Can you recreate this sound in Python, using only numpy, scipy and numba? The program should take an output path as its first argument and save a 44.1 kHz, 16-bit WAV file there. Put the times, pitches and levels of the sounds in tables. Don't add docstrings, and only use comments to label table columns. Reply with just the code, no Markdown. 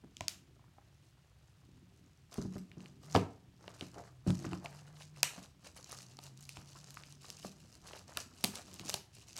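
import sys
import numpy as np
from scipy import signal
from scipy.fft import rfft, irfft
from scipy.io import wavfile
from scipy.ndimage import uniform_filter1d
from numba import njit

SR = 44100
rng = np.random.default_rng(int(sys.argv[2]) if len(sys.argv) > 2 else 0)


def transcribe(signal):
    frames = np.atleast_2d(signal).T
    limited = np.clip(frames, -1, 1)
    pcm = np.round(limited * 32767).astype(np.int16)
    wavfile.write(sys.argv[1], SR, pcm)


N = 414099

# start_s, level_db (before the gain of each path), pitch_hz (centre)
SNAPS = [(0.1681, -38, 4250), (0.208, -30, 3400), (0.2819, -20, 5000), (2.342, -37.5, 6000),
         (2.716, -45.5, 2690), (2.805, -49, 3370), (2.859, -47, 3780), (3.152, -27, 2470),
         (3.1609, -24.5, 2320), (3.6794, -41, 2520), (3.81, -34, 2790), (4.3042, -35, 4530),
         (4.449, -42, 3030), (4.4657, -42.5, 2900), (4.532, -37.5, 3030), (4.659, -36.5, 2430),
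         (5.021, -43, 3030), (5.2307, -9.5, 3800), (5.459, -51, 3750), (5.67, -46, 4600),
         (5.894, -47, 6500), (5.9197, -32.5, 7060), (5.974, -43.5, 5640), (6.1697, -46, 5370),
         (6.1893, -40, 3930), (6.2378, -40.5, 7100), (6.266, -44, 4600), (6.375, -46.5, 6200),
         (6.4082, -44, 8800), (6.427, -43.5, 6030), (6.453, -46.5, 6000), (6.492, -32, 4770),
         (6.571, -41.5, 3780), (6.732, -51, 4660), (6.9058, -39.5, 6640), (6.943, -42, 6290),
         (6.972, -46, 2620), (7.036, -43, 3050), (7.1243, -42, 5700), (7.3021, -33.5, 4840),
         (7.3932, -51, 4830), (7.753, -47.5, 5950), (7.9332, -41.5, 2900), (7.993, -46, 5000),
         (8.172, -22, 5000), (8.4408, -15.5, 5940), (8.4441, -15.5, 6300), (8.5552, -30.5, 5440),
         (8.741, -37, 7160), (8.796, -35.5, 3770), (8.895, -22, 8340), (8.9, -28, 4570), (8.941, -22, 4930),
         (8.944, -26, 4470), (9.366, -34, 4270)]
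# start_s, length_s, film_level_db, case_rub_level_db
TUGS = [ (2.322, 0.1, -62.5, -58.5), (2.524, 0.059, -66, -67), (2.804, 0.074, -69, -63),
        (3.038, 0.08, -67, -64.5), (3.153, 0.013, -48, -47), (3.618, 0.14, -70.5, -63),
        (3.792, 0.078, -64.5, -65.5), (3.945, 0.057, -66, -62.5), (4.039, 0.041, -69, -64.5),
        (4.272, 0.039, -56, -54.5), (4.362, 0.061, -62, -61.5), (4.442, 0.11, -62, -57),
        (4.636, 0.013, -60.5, -52.5), (4.717, 0.09, -66.5, -62.5), (4.848, 0.14, -72, -67),
        (4.984, 0.041, -61, -63.5), (5.154, 0.1, -66.5, -66), (5.308, 0.13, -63, -59.5),
        (5.646, 0.027, -59.5, -61), (5.772, 0.018, -58.5, -59), (5.868, 0.17, -62.5, -66),
        (5.915, 0.014, -52.5, -56), (6.098, 0.018, -62, -68.5), (6.234, 0.04, -59.5, -66),
        (6.377, 0.19, -64, -76), (6.55, 0.072, -63.5, -65), (6.687, 0.15, -65, -68.5),
        (6.865, 0.15, -67, -68), (7.055, 0.056, -64, -73), (7.227, 0.11, -59, -66.5),
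        (7.375, 0.023, -61.5, -70), (7.431, 0.037, -55, -68), (7.516, 0.27, -69, -73.5),
        (7.847, 0.14, -61, -59.5), (8.089, 0.029, -57.5, -59.5), (8.17, 0.034, -52, -58),
        (8.32, 0.18, -65, -69.5), (8.547, 0.029, -47, -49.5), (8.674, 0.3, -61.5, -64.5),
        (8.853, 0.096, -54, -58), (9.155, 0.06, -60, -73.5), (9.273, 0.087, -65, -74.5),
        (9.378, 0.056, -51.5, -56)]
# pitch_hz, relative level_db (per Hz)
FILM_COLOUR = [(710, -45), (1200, -20), (2970, 3.5), (3390, -16), (3820, -0.5), (7050, 0.5), (12700, -0.5),
               (15300, -57.5)]
# pitch_hz, relative level_db, free ring time t60_s
CASE_MODES = [(506, 3.5, 0.016), (600, 0.5, 0.015), (729, -4, 0.044), (820, 1.5, 0.0079), (979, -6, 0.043),
              (1202, 3.5, 0.016), (1550, 9, 0.0063), (1850, 0.5, 0.01085)]
# start_s, strength_db, pitch_hz where the case answers most
KNOCKS = [(0.2077, -36.5, 805), (0.594, -59, 775), (0.641, -63, 980), (0.781, -51, 780),
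          (3.1492, -20.5, 710), (3.1615, -22.5, 621), (3.176, -31, 640), (3.6794, -48, 694),
          (3.812, -47, 622), (4.3033, -39.5, 683), (4.449, -47.5, 1270), (4.5324, -38.5, 766),
          (5.2303, -28.5, 1184), (6.1877, -48.5, 790), (6.569, -51.5, 1030), (6.9707, -51, 1220),
          (7.2444, -51, 880), (7.448, -44, 830), (7.9335, -47, 547), (8.1722, -38, 1020),
          (8.4442, -40.5, 700), (8.8939, -47, 740), (8.9406, -40, 640)]
# start_s, length_ms, strength_db, pitch_hz where the case answers most
SCRAPES = [(3.96, 64, -45.5, 640), (4.645, 23.5, -47, 790), (6.755, 25, -60, 1260)]
# pitch_hz, relative level_db, free ring time t60_s
DESK_MODES = [(103, -4.5, 0.09), (145, 1, 0.082), (182.5, -3, 0.34), (236.3, 4, 0.1), (290.5, -3, 0.12),
              (339.6, 2.5, 0.064), (391, -3.5, 0.074)]
# start_s, strength_db, contact_ms
THUMPS = [(0.038, -57, 1.25), (0.207, -35, 11.7), (2.382, -35.5, 2.8), (2.451, -37.5, 4.3),
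          (2.557, -42.5, 1.9), (2.77, -55, 1.5), (3.157, -33.5, 0.29), (3.177, -41, 2.8),
          (3.823, -52.5, 0.68), (4.266, -30, 3), (4.298, -33, 3.6), (4.465, -35.5, 5.8), (4.526, -43, 2.6),
          (5.377, -48.5, 1.8), (6.576, -44, 8.2), (7.451, -47, 2.6), (8.44, -31.5, 0.74),
          (8.799, -48.5, 0.75), (8.852, -47, 2.4), (8.939, -44, 1)]
# time_s, level_db
SHUFFLE = [(0.0, -67), (1.46, -78.5), (1.78, -63.5), (2.27, -75.5), (2.51, -59.5), (3.61, -68.5),
           (4.29, -75.5), (4.44, -48), (4.73, -72), (7.9, -68), (8.45, -68), (8.73, -60), (9.07, -75),
           (9.39, -66.5)]
# pitch_hz, relative level_db, t60_s
ROOM = [(180, 1.5, 0.35), (830, -5.5, 0.39), (6000, -1.5, 0.28)]
# time_s, pitch_hz, level_db
ENGINE = [
    [(2.75, 124.2, -60), (3.02, 141, -64.5), (3.2, 152.5, -40)],
    [(3.6, 111, -69), (4.59, 141.1, -55.5), (5.05, 151.9, -57.5), (5.3, 139.8, -55.5)],
    [(5.77, 125.3, -66), (6.44, 137.2, -58.5), (7.45, 146.3, -64.5), (7.7, 162.5, -67)],
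    [(6.9, 70.3, -89), (8.2, 87.2, -63.5), (9.39, 99.6, -72)],
]
# pitch_hz, relative level_db (per Hz)
AIR_COLOUR = [(24, -40), (40, -8), (74, -4.5), (145, -3), (221, -33.5), (478, -36.5), (2920, -31),
              (15000, -47.5)]

RISE_DB_PER_S, FALL_DB_PER_S = 704, 358.5
FILM_REST_DB, CASE_REST_DB = -84, -79
TICK_HZ, TICK_DB, TICK_LINGER_S = 5900, -1, .12
RUB_HZ, RUB_DB_PER_OCTAVE = 770, -4.5
KNOCK_NARROW_DB, SCRAPE_NARROW_DB = 17.3, 80
LAND_SCATTER_DB = 2.5
DESK_FREE_UNTIL_S = 5
FREE_SHARE, HELD_SHARE = 0.82, 0.28
ROOM_DB, FIRST_WALL_S = -10.5, .006
AIR_DB = -64.5
TOP_HZ = 15800


def snaps(gain_db):
    start_s, level_db, pitch_hz = np.transpose(SNAPS)
    reach = undb(0.15 * (level_db - level_db.max()))[:, None]
    dry = creases(start_s, level_db + gain_db, pitch_hz, 0.55 * reach, 1.8 * reach, cycles=14.1, count=60)
    return signal.sosfilt(signal.butter(2, 500, "high", fs=SR, output="sos"), dry)


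def film(level_db):
    clump_db = 4.14 * np.clip(rng.standard_normal(N), -2, 1.5)

    start_s, size_db = swarm(rate=970, scatter_db=3.0)
    size_db = size_db + clump_db[(start_s * 45).astype(int)]
    pitch_hz = 5400 * 2 ** (0.455 * rng.standard_normal(len(start_s)))
    rustle = creases(start_s, size_db, pitch_hz, 0.37, 1.0, 39.0, count=5)

    start_s, size_db = swarm(rate=110, scatter_db=3.0)
    size_db = size_db + clump_db[(start_s * 20).astype(int)]
    pitch_hz = np.full(len(start_s), TICK_HZ)
    ticks = creases(start_s, size_db, pitch_hz, .5, .6, 17., count=12)

    linger_db = uniform_filter1d(level_db, int(TICK_LINGER_S * SR))
    return unit(rustle) * undb(level_db) + unit(ticks) * undb(linger_db + TICK_DB)


def creases(start_s, level_db, pitch_hz, burst_ms, octaves, cycles, count):
    u = rng.random((len(start_s), count, 5))
    place = 2 * (np.arange(count) + u[..., 0]) / count - 1
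    hz = np.clip(pitch_hz[:, None] * 2 ** (octaves * place), 600, 15500)
    colour = undb(on_log(hz, FILM_COLOUR) - 8.9 * place ** 2) * np.sqrt(hz / 5000)
    size = undb(level_db)[:, None] * colour / np.sqrt(np.sum(colour ** 2, axis=1, keepdims=True))
    late_s = -np.log(u[..., 1] * u[..., 3]) * burst_ms / 2000
    t60_s = cycles * (.5 + u[..., 2]) / hz
    return ring(start_s[:, None] + late_s, hz, t60_s, size * np.sign(u[..., 4] - .5))


def case(level_db):
    start_s, size_db = swarm(rate=800, scatter_db=5.0)
    tilt_db = RUB_DB_PER_OCTAVE * np.abs(np.log2(np.transpose(CASE_MODES)[0] / RUB_HZ))
    rub = unit(blows(start_s, size_db[:, None] + tilt_db, CASE_MODES, 2.5, 0.11)) * undb(level_db)

    start_s, strength_db, pitch_hz = np.transpose(KNOCKS)
    spread_ms = np.full(len(start_s), 1.8)
    knocks = contacts(start_s, strength_db, pitch_hz, spread_ms, KNOCK_NARROW_DB, count=3)

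    start_s, length_ms, strength_db, pitch_hz = np.transpose(SCRAPES)
    scrapes = contacts(start_s, strength_db, pitch_hz, length_ms / 2, SCRAPE_NARROW_DB, count=24)
    return rub + knocks + scrapes


def contacts(start_s, strength_db, pitch_hz, spread_ms, narrow_db, count):
    start_s, strength_db = bounces(start_s, strength_db, spread_ms, count=count)
    octaves_off = np.log2(np.transpose(CASE_MODES)[0] / np.repeat(pitch_hz, count)[:, None])
    mode_db = strength_db[:, None] - narrow_db * octaves_off ** 2
    return blows(start_s, mode_db, CASE_MODES, 2.76, 0.08, share=0.69)


def desk(level_db):
    start_s, size_db = swarm(rate=350, scatter_db=0.0)
    shuffle = unit(blows(start_s, size_db[:, None], DESK_MODES, 7.85, 0.034)) * undb(level_db)

    start_s, strength_db, contact_ms = np.transpose(THUMPS)
    start_s, strength_db = bounces(start_s, strength_db, np.full(len(start_s), 6.), count=3)
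    modes = DESK_MODES + CASE_MODES
    hz = np.transpose(modes)[0]
    contact_s = np.repeat(contact_ms, 3)[:, None] / 1000
    soft_db = -20 * np.log10(1 + (hz * contact_s) ** 2)
    share = np.where(start_s < DESK_FREE_UNTIL_S, FREE_SHARE, HELD_SHARE)[:, None]
    thumps = blows(start_s, strength_db[:, None] + soft_db, modes, LAND_SCATTER_DB, 0.0052, share)
    return shuffle + thumps


def bounces(start_s, strength_db, spread_ms, count):
    u = rng.random((len(start_s), count))
    u[:, 0] = 0
    late_s = 2 * u * np.abs(spread_ms)[:, None] / 1000
    return (start_s[:, None] + late_s).ravel(), (strength_db[:, None] - 2.4 * u).ravel()


def blows(start_s, strength_db, modes, scatter_db, drift, share=1):
    hz, mode_db, t60_s = np.transpose(modes)
    g = rng.standard_normal((len(start_s), len(hz), 3))
    size = undb(strength_db + mode_db + scatter_db * g[..., 0]) * np.sign(g[..., 1])
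    return ring(start_s[:, None], hz * (1 + drift * g[..., 2]), t60_s * share, size)


def effort():
    time = np.arange(0, N, 64) / SR
    start_s, length_s, film_db, case_db = np.transpose(TUGS)[..., None]
    before_s = np.maximum(start_s - time, 0)
    after_s = np.maximum(time - start_s - length_s, 0)
    shape_db = -RISE_DB_PER_S * before_s - FALL_DB_PER_S * after_s
    levels = []
    for tug_db, rest_db in ((film_db, FILM_REST_DB), (case_db, CASE_REST_DB)):
        power = undb(2 * rest_db) + np.sum(undb(2 * (tug_db + shape_db)), axis=0)
        levels.append(np.interp(np.arange(N) / SR, time, 10 * np.log10(power)))
    return levels


def room(x):
    return x + echoes(x) + sum(echoes(snaps(gain_db=-0.5)) for _ in range(4))


def echoes(x):
    room_hz, *columns = np.transpose(ROOM)
    time, tail = np.arange(SR // 2) / SR, 0
    for hz in 90 * 2 ** np.arange(8):
        level_db, t60_s = (np.interp(np.log(hz), np.log(room_hz), c) for c in columns)
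        sos = signal.butter(2, [hz / np.sqrt(2), hz * np.sqrt(2)], "band", fs=SR, output="sos")
        band = signal.sosfilt(sos, rng.standard_normal(len(time)))
        tail = tail + band * undb(level_db - 60 * time / t60_s)
    tail = tail * np.clip(time / FIRST_WALL_S - .5, 0, 1) ** 2
    return undb(ROOM_DB) * signal.fftconvolve(x, tail / np.sqrt(np.sum(tail ** 2)))[:N]


def engine():
    out, time = 0, np.arange(N) / SR
    for glide in ENGINE:
        time_s, pitch_hz, level_db = np.transpose(glide)
        fade = np.clip(np.minimum(time - time_s[0], time_s[-1] - time) / 0.038, 0, 1)
        waver = uniform_filter1d(rng.standard_normal(N), int(SR / 12)) * np.sqrt(SR / 12)
        phase = 2 * np.pi * np.cumsum(np.interp(time, time_s, pitch_hz)) / SR + 0.97 * waver
        level = np.sqrt(2) * undb(np.interp(time, time_s, level_db))
        out = out + fade * level * np.sin(phase)
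    return out


def air():
    hz = np.fft.rfftfreq(N, 1 / SR)
    spectrum = rfft(rng.standard_normal(N)) * undb(on_log(hz, AIR_COLOUR))
    return unit(irfft(spectrum, N)) * undb(AIR_DB)


def swarm(rate, scatter_db):
    count = int(rate * N / SR)
    return rng.random(count) * N / SR, scatter_db * np.minimum(rng.exponential(size=count), 4.0)


def ring(start_s, hz, t60_s, size):
    start_s, hz, t60_s, size = (a.ravel() for a in np.broadcast_arrays(start_s, hz, t60_s, size + 0j))
    turn = 2j * np.pi * np.clip(hz, 20, SR / 2.2) / SR
    pole = np.exp(turn - np.log(1000) / (t60_s * SR))
    return grains(N, np.clip(start_s * SR, 0, N - 1).astype(np.int64), pole, size)


@njit
def grains(n, start, pole, size):
    y = np.zeros(n)
    for k in range(len(start)):
        z, i, end = size[k], start[k], abs(size[k]) / 500
        while i < n and abs(z) > end:
            y[i] += z.imag
            z *= pole[k]
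            i += 1
    return y


def curve(table):
    time_s, *columns = np.transpose(table)
    return [np.interp(np.arange(N) / SR, time_s, c) for c in columns]


def on_log(hz, table):
    f, v = np.transpose(table)
    return np.interp(np.log(np.maximum(hz, 1)), np.log(f), v)


def undb(db):
    return 10 ** (np.asarray(db) / 20)


def unit(x):
    return x / np.sqrt(np.mean(x ** 2))


def scene():
    film_db, case_db = effort()
    handling = film(film_db) + case(case_db) + desk(*curve(SHUFFLE))
    return (snaps(gain_db=6.5) + room(handling) + engine() + air())[None]


def record(dry):
    low_cut = signal.butter(4, 48, "high", fs=SR, output="sos")
    top_cut = signal.ellip(8, .2, 70, TOP_HZ, fs=SR, output="sos")
    return signal.sosfilt(top_cut, signal.sosfilt(low_cut, dry))


dry = scene()
out = record(dry)
transcribe(out)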